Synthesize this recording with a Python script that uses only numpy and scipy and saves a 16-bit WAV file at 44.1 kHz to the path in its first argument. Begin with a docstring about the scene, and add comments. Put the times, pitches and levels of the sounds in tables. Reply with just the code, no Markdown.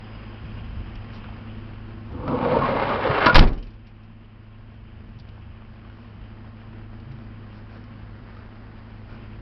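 """A van's sliding door, close by, rolls along its track, catches the latch, slams and rattles to rest:
grit noise, short scrapes and sines sound through the door's ringing modes, over a noise tail.
Behind it the van idles on a gravel lot (wavering sines, throbbing noise) in a light breeze (low noise).
Footsteps crunch the gravel before and after the door (filtered grains), with knocks and close clicks.
The slam overloads the small microphone's narrow input stage, and the gain dips after it."""
import sys
import numpy as np
from scipy import signal
from scipy.fft import rfft, irfft, next_fast_len
from scipy.io import wavfile
from scipy.ndimage import uniform_filter1d

SR = 44100
rng = np.random.default_rng(int(sys.argv[2]) if len(sys.argv) > 2 else 0)


def unload_audio(sound):
    """Save the sound as a 16-bit wav file, at the path given as the first command line argument."""
    columns = np.transpose(np.atleast_2d(sound))
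    # keep every value between -1 and 1, then stretch to whole-number steps
    steps = np.round(np.clip(columns, -1, 1) * 32767)
    wavfile.write(sys.argv[1], SR, steps.astype(np.int16))


N = 414981
T = np.arange(N) / SR  # time in s

# Spectra below are relative: each sound is brought to a common level after it is coloured.
# Breeze on the microphone. Each row: frequency in Hz, density in dB per Hz.
WIND_SPECTRUM = [(15, -18), (30, 3.5), (60, 4.5), (90, -2.5), (150, -6), (250, -22), (500, -51.5)]
# Gusts over the steady breeze. Each row: time in s, peak in dB, fade in dB per s.
WIND_GUSTS = [(.11, -45, 101), (.41, -32, 41.5), (.63, -39, 60), (.75, -45.5, 8), (2.02, -40, 6.5),
              (4.58, -43, 58), (5.05, -36.5, 31), (6.0, -48, 24), (7.98, -46.5, 21), (8.9, -47, 12)]
# Engine as heard while the microphone moves along the van.
# Each row: time in s, boom level in dB, clatter level in dB, fan hiss in dB over the clatter.
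IDLE_LEVELS = [(0, -47, -49.5, -6), (.6, -45, -50, -5), (1.3, -46, -49.5, -6), (2, -44.5, -52.5, -9),
               (4, -46, -53, -6.5), (6, -49.5, -54.5, -7.5), (7, -46.5, -54, -10), (8.6, -50, -52.5, -13),
               (9.41, -48, -52.5, -9.5)]
# Exhaust and body boom. Each row: multiple of the crank speed, relative level in dB, wavering in dB.
CRANK_ORDERS = [(2.01, -3, 3.5), (3.89, -2, -1.5), (5.84, -10, 8), (7.97, 4.5, 0.5), (9.93, -13, 6),
                (12.58, -21, 8), (15.87, -9, 3), (16.86, -4, 2), (18.13, -8.5, 0), (18.3, -18, 6),
                (23.97, -16.5, -2), (25.46, -15.5, 4.5), (26.57, -19.5, 2.5)]
# Engine bay, fan and distant lot. Each row: frequency in Hz, density in dB per Hz.
CLATTER_SPECTRUM = [(70, -23.5), (150, -10), (225, -4.5), (280, -10), (340, -13), (390, -13), (600, -16),
                    (1400, -18.5), (1900, -21), (2100, -24.5), (3150, -35), (3500, -34.5), (4200, -36),
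                    (5000, -34.5), (5600, -49), (6200, -35), (8000, -68)]
# Fan hiss. Each row: frequency in Hz, density in dB per Hz.
FAN_SPECTRUM = [(1500, -32), (2200, -0.5), (2700, 2), (3150, 0.5), (3500, -12), (4500, -37.5)]
# Belt-driven parts. Each row: frequency in Hz, width in Hz,
# level at the start in dB relative to the clatter, fade in dB per s.
BELT_WHINES = [(1070, 8, -11, .6), (4950, 20, -20, 6)]
# Gravel crunching underfoot. Each row: start in s, length in s, dull crunch in dB, fine grit in dB.
FOOTSTEPS = [(1.096, .12, -66, -58.5), (1.2, 0.34, -57, -77), (4.687, 0.11, -55.5, -69.5),
             (5.3, .17, -55, -71), (5.554, 0.36, -62, -78), (5.798, 0.43, -67, -72.5),
             (7.102, .24, -60, -75), (7.498, 0.14, -56, -67), (7.657, 0.19, -50.5, -65),
             (8.3, .14, -60, -72), (9.04, .18, -51, -68)]
# Dull knocks of stones underfoot. Each row: start in s, peak in dB, pitch in Hz.
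STONE_KNOCKS = [(1.242, -29, 1480), (1.259, -38, 1480), (1.286, -37, 867), (1.324, -35, 1260),
                (1.337, -36, 1360), (1.399, -41, 1480), (1.47, -40, 1290), (4.719, -41, 1070),
                (5.377, -39, 1020), (5.621, -36, 1160), (5.848, -38, 1200), (5.899, -37, 1420),
                (5.986, -41, 991), (6.045, -40, 1090), (6.313, -43, 1330), (6.445, -39, 929),
                (8.368, -36, 1300)]
# Bright clicks close to the microphone. Each row: start in s, peak in dB, pitch in Hz.
CLOSE_CLICKS = [(0.955, -37.5, 3220), (2.1211, -49, 3070), (5.188, -42, 4670), (5.198, -37, 4670),
                (5.289, -42, 3210), (7.001, -46.5, 4630), (7.1167, -44.5, 3030), (7.8396, -45, 3050)]
# Force of the rollers on the track. Each row: time in s, level in dB.
ROLLER_FORCE = [(2.05, -47.5), (2.25, -37.5), (2.3, -28), (2.42, -27), (2.56, -24), (2.7, -23), (3, -24.5),
                (3.2, -22.5), (3.25, -22)]
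# Grit heard from the track. Each row: frequency in Hz, density in dB per Hz.
TRACK_SPECTRUM = [(47, -51.5), (80, -23.5), (145, -3.5), (201, -2), (236, -0.5), (304, -2), (503, 0.5),
                  (659, -4.5), (1090, -2.5), (4960, -36.5), (5940, -49), (7720, -91.5), (13100, -120)]
# Bursts in which the door panel drums. Each row: start in s, length in s, level in dB.
PANEL_DRUMS = [(2.31, 0.055, -31), (2.405, 0.032, -23), (2.45, 0.043, -22), (2.51, 0.033, -24),
               (2.545, 0.069, -19), (2.66, 0.13, -31), (3.03, .08, -26)]
# The rail sings where a roller binds. Each row: start in s, length in s, frequency in Hz, level in dB.
RAIL_BINDS = [(2.26, 0.041, 1230, -36), (2.52, 0.079, 904, -24), (2.59, 0.1, 1088, -23),
              (2.72, 0.16, 2090, -38.5), (2.87, 0.11, 1190, -30.5), (3.08, 0.14, 2700, -38),
              (3.12, 0.088, 1415, -32)]
# Door skin and frame, rung by rollers and blows alike.
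# Each row: frequency in Hz, gain in dB, time to fade 60 dB in s.
DOOR_MODES = [(142, 5, 0.092), (223.4, 1.5, 0.16), (330, -4.5, 0.059), (506.4, -6.5, 0.17),
              (646, -2, 0.078), (733, -5.5, 0.033), (993, -2.5, 0.14), (1078, 0.5, 0.072),
              (1344, -0.5, 0.066), (1419, 0.5, 0.13), (1726, -8.5, .08), (2090, -5, 0.12),
              (2453, -11, 0.067), (2620, -7.5, 0.051), (3090, -14.5, 0.036), (3800, -23, 0.032),
              (4840, -27, 0.057), (5000, -33.5, .04)]
# Bumps on the track, latch and slam. Each row: start in s, peak in dB, tilt in dB per octave (about).
DOOR_BLOWS = [(2.278, -12, -1), (2.587, -15, -1.5), (2.891, -14, 0), (3.096, -9.5, -4), (3.26, 1.5, 1.5),
              (3.265, -0.5, 3), (3.28, -7, 1), (3.286, -6.5, 1), (3.296, -8.5, 2), (3.327, -9, 0.5),
              (3.345, -4.5, 5.5), (3.35, -1, 1.5), (3.355, 8, 1), (3.362, 3, 2), (3.37, -1, 2.5),
              (3.382, 0.5, -0.5), (3.392, 0, 6), (3.404, -6, -3.5), (3.413, -9, -2), (3.426, -6.5, -1),
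              (3.438, -11.5, -0.5)]
# Ring of the latch striker. The row: start in s, frequency in Hz, level in dB before the swell,
# rise in s, time to fade 60 dB in s.
STRIKER_RING = (3.294, 1440, 4, .008, .05)
# Cabin air and body pushed by the slam. Each row: start in s, frequency in Hz,
# level in dB before the swell, rise in s, time to fade 60 dB in s.
SLAM_THUMPS = [(3.345, 22.4, 11.5, .045, .36), (3.3586, 54, -4, .03, .42), (3.37, 38, -8, .015, .8),
               (3.37, 85, -16, .01, .55), (3.37, 118, -10, .01, .4), (3.375, 165, -16, .01, .35)]
# Body ringing out after the slam. Each row: frequency in Hz, time to fade 60 dB in s.
BODY_DECAY = [(100, 0.27), (300, 0.53), (700, 0.44), (1500, 0.42), (3000, 0.22), (6000, 0.19)]
# A loose part rattling after the slam. Each row: start in s, peak in dB, pitch in Hz.
LOOSE_RATTLE = [(3.4727, -27, 2450), (3.53, -33.5, 3040), (3.578, -35, 3080), (3.626, -35, 3140),
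                (3.669, -37, 2570), (3.7043, -45, 4930), (3.7367, -45, 2600), (3.8694, -40, 2820),
                (4.033, -46, 2670)]


def amp(db):
    """Decibels to amplitude."""
    return 10 ** (np.asarray(db) / 20)


def unit(x):
    """Brings x to rms 1."""
    return x / np.sqrt(np.mean(x ** 2) + 1e-20)


def read(points, hz):
    """Reads a table between its points on a log frequency scale."""
    f, value = np.transpose(points)
    return np.interp(np.log(hz + 1), np.log(f + 1), value)


def curves(rows):
    """Draws each column over time, the first column being seconds."""
    s, *columns = np.transpose(rows)
    return [np.interp(T, s, c) for c in columns]


def add(mix, s, sound):
    """Lays a sound into the mix at s seconds."""
    part = mix[round(s * SR):][:len(sound)]
    part += sound[:len(part)]


def drift(rate_hz):
    """Slow chance wandering of rms 1."""
    knots = np.arange(0, 10, .5 / rate_hz)
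    return unit(np.interp(T, knots, rng.standard_normal(len(knots))))


def colour(x, spectrum):
    """Gives x a spectrum and rms 1."""
    size = next_fast_len(len(x))
    gain = amp(read(spectrum, np.fft.rfftfreq(size, 1 / SR)))
    return unit(irfft(rfft(x, size) * gain, size)[:len(x)])


def band(x, lo_hz, hi_hz):
    """Keeps the sound between two frequencies."""
    return signal.sosfilt(signal.butter(2, [lo_hz, hi_hz], "band", fs=SR, output="sos"), x)


def low_pass(x, hz, size):
    """Cuts the treble without delay."""
    taps = signal.firwin(size, hz, window=("kaiser", 9), fs=SR)
    return signal.oaconvolve(x, taps[None], "same")


def ring(x, hz, t60):
    """One resonant mode: its response to a click peaks near 1 and fades 60 dB in t60 seconds."""
    r = np.exp(-np.log(1000) / (t60 * SR))
    w = 2 * np.pi * hz / SR
    return signal.lfilter([np.sin(w)], [1, -2 * r * np.cos(w), r * r], x)


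def grains(rate_hz, spread_db):
    """Sparse clicks of uneven size and either sign."""
    size_db = spread_db * np.minimum(rng.exponential(1, N), 5)
    size = amp(size_db) * rng.choice([-1., 1.], N)
    return size * (rng.random(N) < rate_hz / SR)


def swing(s, hz, db, rise, t60):
    """Start time and a sine that swells in and dies away, first moving negative."""
    t = np.arange(SR) / SR
    envelope = amp(db - 60 * t / t60) * (1 - np.exp(-t / rise))
    return s, -envelope * np.sin(2 * np.pi * hz * t)


def swells(rows):
    """Gain that swells and fades once for each row."""
    out = np.zeros(N)
    for s, length, db in rows:
        add(out, s, amp(db) * np.hanning(round(length * SR)))
    return out


def ticks(rows, length, t60, ringing):
    """A quick crack with a short rustle, part of it ringing briefly at its own pitch."""
    out, t = np.zeros(N), np.arange(2048) / SR
    for s, db, hz in rows:
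        rustle = 0.31 * rng.standard_normal(len(t)) * np.exp(-t / length)
        burst = rustle + (t == 0)
        lo_hz, hi_hz = 0.56 * hz, min(2.2 * hz, 8000)
        crack = band(band(burst, lo_hz, hi_hz), lo_hz, hi_hz)
        rung = ring(crack, hz, t60)
        mixed = (1 - ringing) * crack / abs(crack).max() + ringing * rung / abs(rung).max()
        add(out, s, amp(db) * mixed)
    return out


def wind():
    """Lumpy low rumble of moving air; gusts arrive quickly and fade."""
    breeze_db, rise_s = -53.5, 0.036
    gain = amp(breeze_db)
    for s, db, fade_db in WIND_GUSTS:
        gain = gain + np.clip((T - s) / rise_s, 0, 1) * amp(db - fade_db * abs(T - s))
    return gain * amp(1.2 * drift(12)) * colour(rng.standard_normal(N), WIND_SPECTRUM)


def engine():
    """Wavering crank orders boom under a clatter that throbs with each firing, fan hiss and belt whine."""
    crank_hz = 13.2
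    boom_db, clatter_db, fan_db = curves(IDLE_LEVELS)
    turns = np.cumsum(crank_hz * (1 + .002 * drift(6.6))) / SR
    boom = np.zeros(N)
    for order, db, waver_db in CRANK_ORDERS:
        boom += amp(db + waver_db * drift(5)) * np.sin(2 * np.pi * (order * turns + rng.random()))
    throb = 1 + .2 * np.exp(-(2 * turns % 1) / .25)  # two firings a turn
    clatter = colour(rng.standard_normal(N) * throb + 0.45 * unit(grains(400, 3.5)), CLATTER_SPECTRUM)
    clatter /= np.std(band(clatter, 500, 3500))  # its level is that of its mids
    fan = amp(fan_db + 1.5 * drift(21)) * colour(rng.standard_normal(N), FAN_SPECTRUM)
    whine = np.zeros(N)
    for hz, width_hz, db, fade_db in BELT_WHINES:
        whine += amp(db - fade_db * T) * unit(ring(rng.standard_normal(N), hz, 2.2 / width_hz))
    machinery = amp(clatter_db + 0.5 * drift(12)) * (clatter + fan + whine)
    return np.sqrt(2) * amp(boom_db) * boom + machinery


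def steps():
    """Stones grind past each other while weight comes onto the foot."""
    crunch = np.zeros(N)
    for hz, db in [(600, -0.5), (1100, -12), (1500, -2.0), (2400, -9)]:
        crunch += ring(grains(500, 2.5), hz, 0.0097) * amp(db)
    grit = band(grains(2000, 2.9), 3200, 5500)
    crunch_gain = swells((s, length, db) for s, length, db, _ in FOOTSTEPS)
    grit_gain = swells((s, length, db) for s, length, _, db in FOOTSTEPS)
    return crunch_gain * unit(crunch) + grit_gain * unit(grit)


def stone_knocks():
    """Stones knock dully together: a short crack, over half of it ringing."""
    return ticks(STONE_KNOCKS, length=.004, t60=.015, ringing=.55)


def close_clicks():
    """Bright clicks close to the microphone: mostly crack, with a very short ring."""
    return ticks(CLOSE_CLICKS, length=0.0055, t60=.004, ringing=0.3)


def loose_part():
    """A loose part rattles after the slam: each contact is a crack with a longer rustle."""
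    return ticks(LOOSE_RATTLE, length=0.016, t60=.015, ringing=0.31)


def door_ring(x):
    """Passes a force through the door's modes, in alternating sign."""
    return sum((-1) ** k * amp(db) * ring(x, hz, t60) for k, (hz, db, t60) in enumerate(DOOR_MODES))


def rail():
    """Friction noise swells through one narrow resonance of the rail."""
    out = np.zeros(N)
    for s, length, hz, db in RAIL_BINDS:
        rub = rng.standard_normal(SR // 4)[:round(length * SR)]
        song = unit(ring(ring(rub, hz, 0.022), hz, 0.016))
        add(out, s, amp(db) * song * np.hanning(len(rub)))
    return out


def rollers():
    """Grit under the wheels shakes the door; speed brightens it, the panel drums in bursts."""
    panel_hz = 512.7
    fade_in_s, fade_out_s = 0.097, 0.18
    level_db, = curves(ROLLER_FORCE)
    start, end = ROLLER_FORCE[0][0], ROLLER_FORCE[-1][0]
    grit = rng.standard_normal(N) * amp(1.68 * drift(40)) + 0.57 * unit(grains(250, 2.4))
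    body = 1.22 * colour(grit, TRACK_SPECTRUM) + 0.3 * unit(door_ring(grit))
    drum = unit(ring(ring(grit * amp(2.0 * drift(35)), panel_hz, 0.041), panel_hz, 0.044))
    mids = unit(band(body, 282, 1300))
    treble = band(band(body, 1200, 5400), 900, 8300)
    rumble = band(body, 130, 345)
    # As the door gathers speed each layer shifts against the mids: dB at the start, dB per s.
    layers = [(treble, -11.5, 9.65), (drum, -2, -8), (rumble, 5.8, -15)]
    rolled_s = np.clip(T - start, 0, end - start)
    shifting = np.zeros(N)
    for layer, db, db_per_s in layers:
        shifting += amp(db + db_per_s * rolled_s + 1.5 * drift(12)) * unit(layer)
    moving = np.interp(T, [start, start + fade_in_s, end, end + fade_out_s], [0, 1, 1, 0])
    return moving * amp(level_db) * (mids + shifting) + swells(PANEL_DRUMS) * drum


def slam_tail():
    """The air thump, then the whole body rings out, each frequency at its own rate."""
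    out = np.zeros(N)
    for row in SLAM_THUMPS:
        add(out, *swing(*row))
    hz, t, noise = signal.stft(rng.standard_normal(SR), SR, nperseg=512)
    shape = [(60, -1), (150, 2), (500, -14.5), (1500, -24.5), (3000, -24), (6000, -35.0)]  # Hz, dB
    fading_db = read(shape, hz)[:, None] - 60 * t / read(BODY_DECAY, hz)[:, None]
    tail = signal.istft(noise * amp(fading_db), SR, nperseg=512)[1]
    onset = 1 - np.exp(-np.arange(len(tail)) / SR / 0.0087)
    add(out, 3.37, amp(-10.0) * tail / np.std(tail[:2000]) * onset)
    return out


def blows():
    """Each blow is a short scrape, heard directly and through the door's modes; the striker rings too."""
    scrape_s, rise_s, seated_s = 0.0062, 0.00036, 3.34
    # share heard through the modes, less once the door presses on its seal
    ring_free, ring_seated = 0.57, 0.2
    out, t = np.zeros(N), np.arange(8192) / SR
    envelope = np.exp(-t / scrape_s) * (1 - np.exp(-t / rise_s))
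    for s, db, tilt_db in DOOR_BLOWS:
        tilt = [(100, -3 * tilt_db), (800, 4.5), (5000, 3 * tilt_db - 14.0),
                (6400, 3 * tilt_db - 29.5), (9000, -49)]
        scrape = colour(rng.standard_normal(len(t)), tilt) * envelope
        rung = door_ring(scrape)
        share = ring_seated if s > seated_s else ring_free
        add(out, s, amp(db) * ((1 - share) * scrape / abs(scrape).max() + share * rung / abs(rung).max()))
    add(out, *swing(*STRIKER_RING))
    return out


def scene():
    """Breeze, idling van, footsteps and the door, summed to one channel."""
    background = wind() + engine()
    ground = steps() + stone_knocks() + close_clicks()
    door = rail() + rollers() + slam_tail() + blows() + loose_part()
    return (background + ground + door)[None]


def record(dry):
    """Gain control ducks loud sound and creeps back; the microphone stage saturates and is band-limited;
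    what still overshoots is cut flat and splashes treble."""
    duck_from_db, duck_share, duck_s, recover_db_per_s = -19, 0.45, 0.21, 3
    microphone_hz, edge_hz, top = 5650, 16000, .7
    power = uniform_filter1d(dry[0] ** 2, size=2000, origin=999)  # mean of the last 45 ms
    power_db = 10 * np.log10(abs(power) + 1e-12)
    wanted_db = duck_share * np.maximum(power_db - duck_from_db, 0)
    # the deepest cut so far holds, less the steady recovery
    recovered_db = recover_db_per_s * T
    cut_db = np.maximum.accumulate(wanted_db + recovered_db) - recovered_db
    keep = np.exp(-1 / (duck_s * SR))
    ducked = dry / amp(signal.lfilter([1 - keep], [1, -keep], cut_db))
    squeezed = ducked / (1 + abs(ducked / top) ** 6) ** (1 / 6)
    limited = low_pass(squeezed, microphone_hz, size=151)
    return low_pass(np.clip(limited, -top, top), edge_hz, size=255)


dry = scene()
out = record(dry)
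unload_audio(out)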